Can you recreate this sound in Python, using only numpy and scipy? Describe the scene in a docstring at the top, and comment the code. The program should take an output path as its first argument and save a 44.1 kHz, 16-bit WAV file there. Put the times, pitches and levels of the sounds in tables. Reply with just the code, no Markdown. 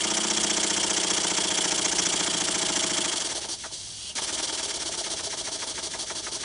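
"""In a workshop, two microphones stand close to a small double-acting model engine on compressed air, over a dull rumble.
At first it runs fast: each turn gives two hissing puffs, a splutter and bearing knocks, and the base hums.
The engine eases off, then a hand throttles the valve: it slows and stalls while air leaks out.
A faint whistle swells as the valve opens again; the engine surges back and slows to an amble with heavy clunks.
Noise shaped by crank angle makes the air; decaying sines and filtered noise make the blows on the metal."""
import sys
import numpy as np
from scipy import signal
from scipy.fft import rfft, irfft, next_fast_len
from scipy.io import wavfile
from scipy.ndimage import uniform_filter1d, map_coordinates

SR = 44100
rng = np.random.default_rng(int(sys.argv[2]) if len(sys.argv) > 2 else 0)


def bounce(signal):
    """Save signal as a 16-bit WAV file at the path given by the first command-line argument."""
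    frames = np.transpose(np.atleast_2d(signal))
    limited = np.clip(frames, -1, 1)
    pcm = np.round(limited * 32767).astype(np.int16)
    wavfile.write(sys.argv[1], SR, pcm)


N = 284004


def amp(db):
    """Decibels to gain."""
    return 10 ** (np.asarray(db) / 20)


def unit(x):
    """x at rms 1."""
    return x / np.sqrt(np.mean(x ** 2) + 1e-20)


def along(points, hz):
    """(Hz, value) points read on a log frequency axis."""
    f, v = np.transpose(points)
    return np.interp(np.log(hz + 1), np.log(f + 1), v)


def curves(rows):
    """One value per sample for each column after the time."""
    seconds, *columns = np.transpose(rows)
    return [np.interp(np.arange(N) / SR, seconds, column) for column in columns]


def wobble(rate):
    """A smooth random curve, rate knots a second."""
    knots = rng.standard_normal(int(N * rate / SR) + 4)
    return map_coordinates(knots, [np.arange(N) * rate / SR])


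def filtered(x, response):
    """x shaped by a response of frequency in Hz."""
    n = x.shape[-1]
    m = next_fast_len(n + 8192)
    return irfft(rfft(x, m) * response(np.fft.rfftfreq(m, 1 / SR)), m)[..., :n]


def hump(hz, centre, octaves):
    """A bell on the log-frequency axis."""
    return np.exp(-.5 * (np.log2((hz + 1) / centre) / octaves) ** 2)


def band(centre, octaves):
    """Noise of rms 1 in a bell-shaped band."""
    return unit(filtered(rng.standard_normal(N), lambda hz: hump(hz, centre, octaves)))


def lifts(table, hz):
    """The summed dB of (Hz, width, dB) resonances and hollows."""
    return sum(db / (1 + (2 * (hz - f) / width) ** 2) for f, width, db in table)


def passes(turns, angle):
    """The samples at which the crank passes an angle."""
    return np.flatnonzero(np.diff(np.floor(turns - angle)) > 0)


def strength(law, shut):
    """The level in dB of a sound that fades as the valve shuts."""
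    full_db, lost_db, bend = law
    return full_db - lost_db * shut ** abs(bend)


def impact(law, speed):
    """The level in dB of blows that weaken as the crank slows."""
    full_db, halving_db = law
    return full_db + halving_db * np.log2(speed / speed.max())


# Spectrum of the background rumble. Each row: frequency in Hz, relative level in dB.
ROOM_TONE = [(20, -16), (35, -16), (47, -5), (57, 2.5), (72, -2), (100, -2.5), (126, -5), (206, -10.5),
             (455, -20), (700, -19), (1100, -24), (2200, -20), (3250, -30), (5500, -120)]


def room_tone(level_db=-51, lead_rad=1.73):
    """A dull, steady background rumble; the bass reaches the two microphones out of step."""
    noise = rng.standard_normal((2, N))
    shared, apart = unit(filtered(noise, lambda hz: amp(along(ROOM_TONE, hz))))
    sides = np.array([[1], [-1]])
    pair = shared + amp(-10) * sides * apart
    # the phase lead is split between the sides and shrinks above the bass
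    pair = filtered(pair, lambda hz: np.exp(.5j * sides * lead_rad / (1 + (hz / 160) ** 2)))
    balance_db = [[-1.5], [1.2]]
    return amp(level_db) * pair * amp(balance_db)


# Decay of the workshop's echo. Each row: frequency in Hz, time to fall 60 dB in seconds.
WORKSHOP = [(200, 0.9), (2000, 0.21), (9000, 0.52)]


def workshop(x):
    """The walls answer 4 ms later with decaying noise, different at each microphone."""
    hz, t, z = signal.stft(rng.standard_normal((2, SR // 3)), SR, nperseg=256)
    decay = amp(-60 * t / along(WORKSHOP, hz)[:, None])
    tail = signal.istft(z * decay, SR, nperseg=256)[1]
    tail = tail / np.linalg.norm(tail[0])
    delayed = np.pad(x, (SR // 250, 0))
    return signal.fftconvolve(delayed[None], tail, axes=1)[:, :N]


# Level of the stereo side signal. Each row: frequency in Hz, level in dB against the direct sound.
SPREAD = [(150, -10), (260, -9.5), (400, -17.5), (600, -42), (950, -20), (1500, -29), (2350, -10.5),
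          (3700, -42), (5900, -68.5), (9000, -21)]


def stereo(x, delay_s=.0011):
    """A stereo side signal, made from the direct sound: added on the left, subtracted on the right."""
    def side_response(hz):
        delay = delay_s * hz / (hz + 1500)  # grows with frequency
        return amp(along(SPREAD, hz)) * 1j * np.exp(-2j * np.pi * hz * delay)
    side = filtered(x, side_response)
    return np.array([x + side, x - side])


# Stand and bench, colouring the lower sounds. Each row: frequency in Hz, width in Hz, lift in dB.
BENCH = [(150, 30, -7), (174, 14, 4), (198, 16, -2), (265, 14, 3), (283, 16, -3), (316, 24, 2),
         (350, 24, 4), (410, 26, 2), (497, 36, -6), (546, 18, 1.5), (580, 18, -2), (622, 20, 3),
         (653, 22, 2), (688, 16, 2), (720, 22, -5), (746, 18, 3), (772, 16, -3), (820, 22, 5),
         (846, 28, -8), (885, 26, 3.5), (918, 24, 3), (949, 14, 4), (975, 24, -6), (1004, 18, 2),
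         (1043, 16, 2), (1098, 36, -7)]


def on_bench(x):
    """The bench's colour, made causal (minimum phase) so that its resonances ring after each blow."""
    m = 2 * next_fast_len(N // 2 + SR // 4)
    log_gain = lifts(BENCH, np.fft.rfftfreq(m, 1 / SR)) * np.log(10) / 20
    cepstrum = irfft(log_gain)
    # folding the cepstrum onto positive times gives the causal phase
    cepstrum[1:m // 2] *= 2
    cepstrum[m // 2 + 1:] = 0
    return irfft(rfft(x, m) * np.exp(rfft(cepstrum)))[:N]


# The crankshaft runs free, is throttled to a stall, restarts and settles.
# Each row: time in seconds, speed in turns a second.
SPEED = [(0, 15.2), (.25, 15.2), (.76, 14.99), (1.1, 14.865), (1.7, 14.635), (2.2, 14.335), (3.01, 13.97),
         (3.19, 11.732), (3.58, 4.061), (3.75, 3.594), (3.77, .372), (4.06, .063), (4.2, 8.88),
         (4.45, 10.364), (4.69, 8.934), (5.36, 7.055), (5.67, 6.399), (6.44, 5.872)]
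START_ANGLE = -.462  # where the crank stands at first, in turns


def crankshaft():
    """The speed in turns a second, and its running sum: the crank angle in turns."""
    speed, = curves(SPEED)
    return speed, START_ANGLE + np.cumsum(speed) / SR


def haste(turns, slow=7.1, full=16.7):
    """0 when the engine ambles, rising to 1 at full haste; slow and full are turns a second."""
    speed = uniform_filter1d(np.gradient(turns) * SR, SR // 5)
    return np.clip((speed - slow) / (full - slow), 0, 1)


# The crank creeps over dead centre on the last of the air, then the valve snaps open ahead of the flywheel.
# In order: restart in seconds, creep before it in seconds, surge after it in seconds,
# speed that the surge would hold in turns a second.
RESTART = (4.153, 0.072, .3, 10)


def throttling(speed):
    """0 with full air, 1 with the valve shut; the air goes with the speed, except around the restart."""
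    restart_s, creep, surge, held = RESTART
    t = np.arange(N) / SR - restart_s
    surging = (t > 0) & (t < surge)
    creeping = (t > -creep) & (t <= 0)
    air = np.maximum(speed, held * surging)
    air = np.where(creeping, np.interp(-creep, t, speed), air)
    return 1 - air / speed.max()


# Low modes of the base. Each row: frequency in Hz, relative level in dB, time to fall 60 dB in seconds,
# extra boom at the critical speed in dB.
BASE = [(170.5, -6, 0.35, 0), (213, -7, 0.4, 9), (252, -2, 0.1, 0), (317.5, -2.5, 0.35, 8),
        (348.5, -3.5, 0.4, 9.5)]
# Narrow range of speed in which the base booms. In order: centre and width, both in turns a second.
CRITICAL_SPEED = (15.17, .125)
# Strength of the shaking. In order: level at top speed in dB, dB lost with each halving of the speed.
SHAKING = (-51, 5)


def drone(turns, speed, push=0.201, pull=0.59):
    """The piston pushes and pulls the base once a turn; the hum swells where the beat suits a mode."""
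    t = np.arange(SR // 2) / SR
    kicks, out = np.zeros(N), np.zeros(N)
    kicks[passes(turns, push)] = 1
    kicks[passes(turns, pull)] = -1
    centre, width = CRITICAL_SPEED
    near = np.exp(-.5 * ((speed - centre) / width) ** 2)
    onset = 1 - np.exp(-t / 0.0078)
    for hz, db, t60, boom_db in BASE:
        ring = amp(-60 * t / t60) * np.sin(2 * np.pi * hz * t) * onset
        hum = unit(signal.fftconvolve(kicks, ring)[:N])
        out += amp(db + boom_db * near) * hum
    return amp(impact(SHAKING, speed)) * out


# The stalled port, faintly heard as the valve opens again. In order: time of the peak in seconds,
# peak level in dB, swell in dB a second, release in dB a second.
WHISTLE = (4.11, -42.5, 75, 600)


def whistle(centre_hz=2980, octaves=0.17):
    """A narrow band of hiss from the barely open port swells, and is cut off as the crank moves on."""
    peak_s, peak_db, swell, release = WHISTLE
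    t = np.arange(N) / SR - peak_s
    level_db = peak_db + np.minimum(swell * t, -release * t)
    return amp(level_db) * band(centre_hz, octaves)


# Heavier clunks of the crank pin at low speed. Each row: start in seconds, level in dB.
CLUNKS = [(3.377, -29), (4.656, -35), (4.774, -30), (4.891, -26.5), (5.009, -27), (5.135, -29),
          (5.27, -27.5)]
# What the crank pin rings with. Each row: frequency in Hz, relative level in dB, time to fall 60 dB in seconds.
PIN = [(404, -5, 0.07), (625, -6, 0.055), (655, 0, 0.07), (690, -5, 0.055), (912, -9, 0.05)]


def clunks():
    """The crank pin falls across its play and rings at slightly new strengths each time."""
    t, out = np.arange(SR // 5) / SR, np.zeros(N)
    onset = 1 - np.exp(-t / 0.0052)
    for start_s, db in CLUNKS:
        ring = np.zeros(len(t))
        for hz, level, t60 in PIN:
            decay_db = level + rng.normal(0, 1) - 60 * t / t60
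            ring += amp(decay_db) * np.sin(2 * np.pi * hz * t)
        out[round(start_s * SR):][:len(t)] += amp(db) * ring * onset
    return out


# Play in the bearings, taken up at fixed crank angles. Each row: share of a turn, pitch of the contact in Hz,
# relative level in dB when slow, at half speed and at full speed.
KNOCKS = [(.08, 350, -8, -4, -6), (.18, 330, -16, -16, -4), (.2, 640, -14, -13, -8), (.285, 900, 0, -4, -1),
          (.32, 220, -12, -14, 3), (.33, 410, -6, -4, 1), (.36, 420, 4, -10, -12), (.385, 900, -3, -5, -4),
          (.43, 640, -13, -12, -8), (.54, 900, -2, -5, -20), (.61, 360, -5, 0, -6),
          (.62, 660, -10, -7, -18), (.68, 360, -7, -10, -3), (.85, 380, -3, -5, -9), (.85, 880, -3, -5, -3),
          (.87, 640, -7.5, -5, -14), (.96, 640, -12, -10, -3.5)]
# Slow, half and full speed, in turns a second.
PACES = (6.6, 8.6, 14)
# Modes of the brass frame. 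Each row: frequency in Hz, relative level in dB, time to fall 60 dB in seconds.
FRAME = [(176, -0.5, 0.023), (246, -9, 0.044), (315, -0.5, 0.028), (340, -2, 0.027), (400, -11, 0.032),
         (468, -6, 0.012), (542, -16, 0.02), (646, 2, 0.047), (706, -5, 0.039), (808, -3, 0.054),
         (897, 5, 0.033), (1154, -4.5, 0.047)]
# Strength of the knocks, before a 0.5 dB lift. In order: level at top speed in dB,
# dB lost with each halving of the speed.
KNOCKING = (-38.5, 5.1)


def knock(pitch, rattle_db=-5, rattle_t60=0.055, attack_s=0.0065):
    """One contact rings the frame modes near its pitch and sets the small parts clattering."""
    t = np.arange(SR // 5) / SR
    ring = np.zeros(len(t))
    for hz, db, t60 in FRAME:
        driven = amp(db - 60 * t / t60) * hump(hz, pitch, octaves=0.51)
        ring += driven * np.sin(2 * np.pi * hz * t)
    noise = rng.standard_normal(len(t))
    clatter = filtered(noise, lambda hz: hump(hz, pitch * 1.1, octaves=0.46)) * amp(-60 * t / rattle_t60)
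    return (unit(ring) + amp(rattle_db) * unit(clatter)) * (1 - np.exp(-t / attack_s))


def knocking(turns, speed, scatter_db=0.1, scatter_s=.00009):
    """Each bearing knocks the frame in nearly the same way every turn, so the rings merge into a buzz."""
    out = np.zeros(N)
    for angle, pitch, *pace_db in KNOCKS:
        blow = knock(pitch)
        at, hits = passes(turns, angle), np.zeros(N)
        late = rng.normal(0, scatter_s * SR, len(at)).astype(int)
        level_db = np.interp(speed[at], PACES, pace_db) + rng.normal(0, scatter_db, len(at))
        hits[np.clip(at + late, 0, N - 1)] = amp(level_db)
        out += signal.fftconvolve(hits, blow)[:N]
    return amp(impact(KNOCKING, speed) + 0.5) * unit(out)


# Level of the splutter, before a 7 dB cut. Each row: time in seconds, level in dB.
SPLUTTER_DB = [(0, -40), (2.2, -34), (3.1, -34), (3.25, -45), (3.47, -42), (3.63, -37.5), (4.19, -30.5),
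               (4.6, -41), (4.95, -39), (5.35, -33), (6.3, -35)]


def splutter(turns, angle=0.2695, sweep=0.051, start_hz=2050, end_hz=880, life=0.033):
    """In mid stroke the air splutters once, a broad burst that fills out downwards as the crank moves on."""
    out = np.zeros(N)
    # five overlapping bursts; angle, sweep and life are shares of a turn
    for u in np.linspace(0, 1, num=5):
        age = (turns - angle - sweep * u) % 1 / life
        centre_hz = start_hz * (end_hz / start_hz) ** u
        out += age * np.exp(1 - age) * band(centre_hz, octaves=0.37)
    level_db, = curves(SPLUTTER_DB)
    grain_db = 1.5 * wobble(600)
    return amp(level_db - 7) * out * amp(grain_db)


def port(turns, opens, closes, opening, closing):
    """How far a port is uncovered; all four settings are shares of a turn."""
    middle = (opens + closes) / 2
    angle = (turns - middle + .5) % 1 + middle - .5
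    return np.clip(np.minimum((angle - opens) / opening, (closes - angle) / closing), 0, 1)


# Tone of the exhaust jets. Each row: frequency in Hz, then relative levels in dB of the first and the second port
# at full haste, and of the first and the second port when slow.
JETS = [(100, -10, -31, -19, -27), (350, -10.5, -14, -2.5, -4), (1020, -1.5, -4.5, -13, -6.5),
        (1560, -3.5, -5, -8, -11.5), (2510, -5.5, -6.5, -10, -15.5), (3030, -7.5, 5, -7, -7),
        (3980, -6, -2, -1.5, -2), (4500, -8.5, -1, -5, -2.5), (5500, -2.5, 0.5, -1.5, -2),
        (6160, -9, 0, 1.5, 0), (7090, -5, 3.5, -6.5, -5.5), (7650, 4.5, 1.5, -4, -4.5),
        (8200, -11.5, 1, -6, -5.5), (10800, -6, 0.5, -4.5, -2.5)]
# Resonances of the ports and pipes. Each row: frequency in Hz, width in Hz, lift in dB.
PIPES = [(1700, 230, 2.5), (2217, 230, 5.5), (2835, 75, 6), (3063, 130, 5.5), (3260, 110, 6),
         (3360, 110, 4.5), (3496, 60, 4), (4107, 80, 4), (4465, 110, 5.5), (4735, 110, 6), (5594, 110, 6),
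         (5879, 80, 5), (6494, 130, 2.5), (7120, 60, 3), (7431, 70, 4), (8400, 220, 3), (9650, 220, 3.5)]


def jet(fast, axis):
    """Turbulent air from one port, coloured by the pipes; its tone shifts with the speed."""
    table, air = np.array(JETS), rng.standard_normal(N)

    def toned(column):
        tone = table[:, [0, column]]
        return unit(filtered(air, lambda hz: amp(along(tone, hz) + lifts(PIPES, hz)) * (hz > 130)))
    hard, gentle = toned(axis), toned(axis + 2)
    return fast * hard + (1 - fast) * gentle


def thinned(air, speed):
    """With the crank nearly at rest the air only seeps through a slit, and its hiss loses its body."""
    seeping = np.interp(speed, (4.2, 5.7), (.6, 0))
    body = filtered(air, lambda hz: 1 / (1 + (hz / 2300) ** 8))
    return air - seeping * body


# How each port fades as the air is throttled; all exhaust levels come before a 0.5 dB lift.
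# In order: level at full air in dB, dB lost with the valve shut, bend of the fall (an exponent).
FIRST_PORT = (-24, 20, 1.64)
SECOND_PORT = (-24, 11.5, 1.6)
# The first port's shrill band, fading once the hand is on the valve. Each row: time in seconds, level in dB.
SHRILL = [(0, -28), (.7, -26.5), (1.5, -29.5), (2.07, -25.5), (2.27, -32), (2.8, -29.5), (3.2, -36),
          (3.5, -60)]
# Hiss that flares briefly at fixed crank angles. Each row: share of a turn, length in turns, centre in Hz,
# width in octaves, level at full haste in dB.
FLARES = [(.1, .02, 2000, .55, -33.5), (.32, .065, 3280, .06, -29.5), (.49, .012, 1350, .3, -39),
          (.65, .02, 1700, .45, -40)]


def exhaust(turns, fast, shut, leak_db=-10.5, uneven_db=0.5):
    """The two ports blow in turn, the first with a shrill edge, and a little air leaks between the puffs."""
    first = port(turns, opens=0.027, closes=0.515 - 0.089 * fast, opening=0.13, closing=0.099)
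    second = port(turns, opens=.57, closes=1.005, opening=.06, closing=.125)
    leak = amp(leak_db)
    puffs = amp(strength(FIRST_PORT, shut)) * np.hypot(first, leak) * jet(fast, axis=1)
    puffs = puffs + amp(strength(SECOND_PORT, shut)) * np.hypot(second, leak) * jet(fast, axis=2)
    shrill_db, = curves(SHRILL)
    edge = port(turns, opens=0.022, closes=0.46, opening=0.14, closing=0.18)
    puffs = puffs + amp(shrill_db) * edge * band(6050, octaves=0.17)
    for angle, length, hz, octaves, db in FLARES:
        flare = np.exp(-.5 * ((turns % 1 - angle) / length) ** 2)
        puffs = puffs + amp(db) * fast * flare * band(hz, octaves)
    flutter_db = .7 * wobble(500)
    return puffs * amp(uneven_db * wobble(25) + flutter_db + 0.5)


def scene(air_wet_db=-20, works_wet_db=-14):
    """The crank drives the puffs, splutter, knocks and drone, straight ahead of the microphones."""
    speed, turns = crankshaft()
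    fast, shut = haste(turns), throttling(speed)
    air = on_bench(thinned(exhaust(turns, fast, shut), speed)) + whistle()
    works = on_bench(splutter(turns) + knocking(turns, speed))
    works = works + drone(turns, speed) + clunks()
    walls = workshop(amp(air_wet_db) * air + amp(works_wet_db) * works)
    return stereo(air + works) + walls + room_tone()


TOP_HZ = 9990  # upper band limit


def record(dry):
    """The microphones' channel falls away very steeply above its band limit."""
    return filtered(dry, lambda hz: 1 / np.sqrt(1 + np.minimum(hz / TOP_HZ, 2) ** 300))


dry = scene()
out = record(dry)
bounce(out)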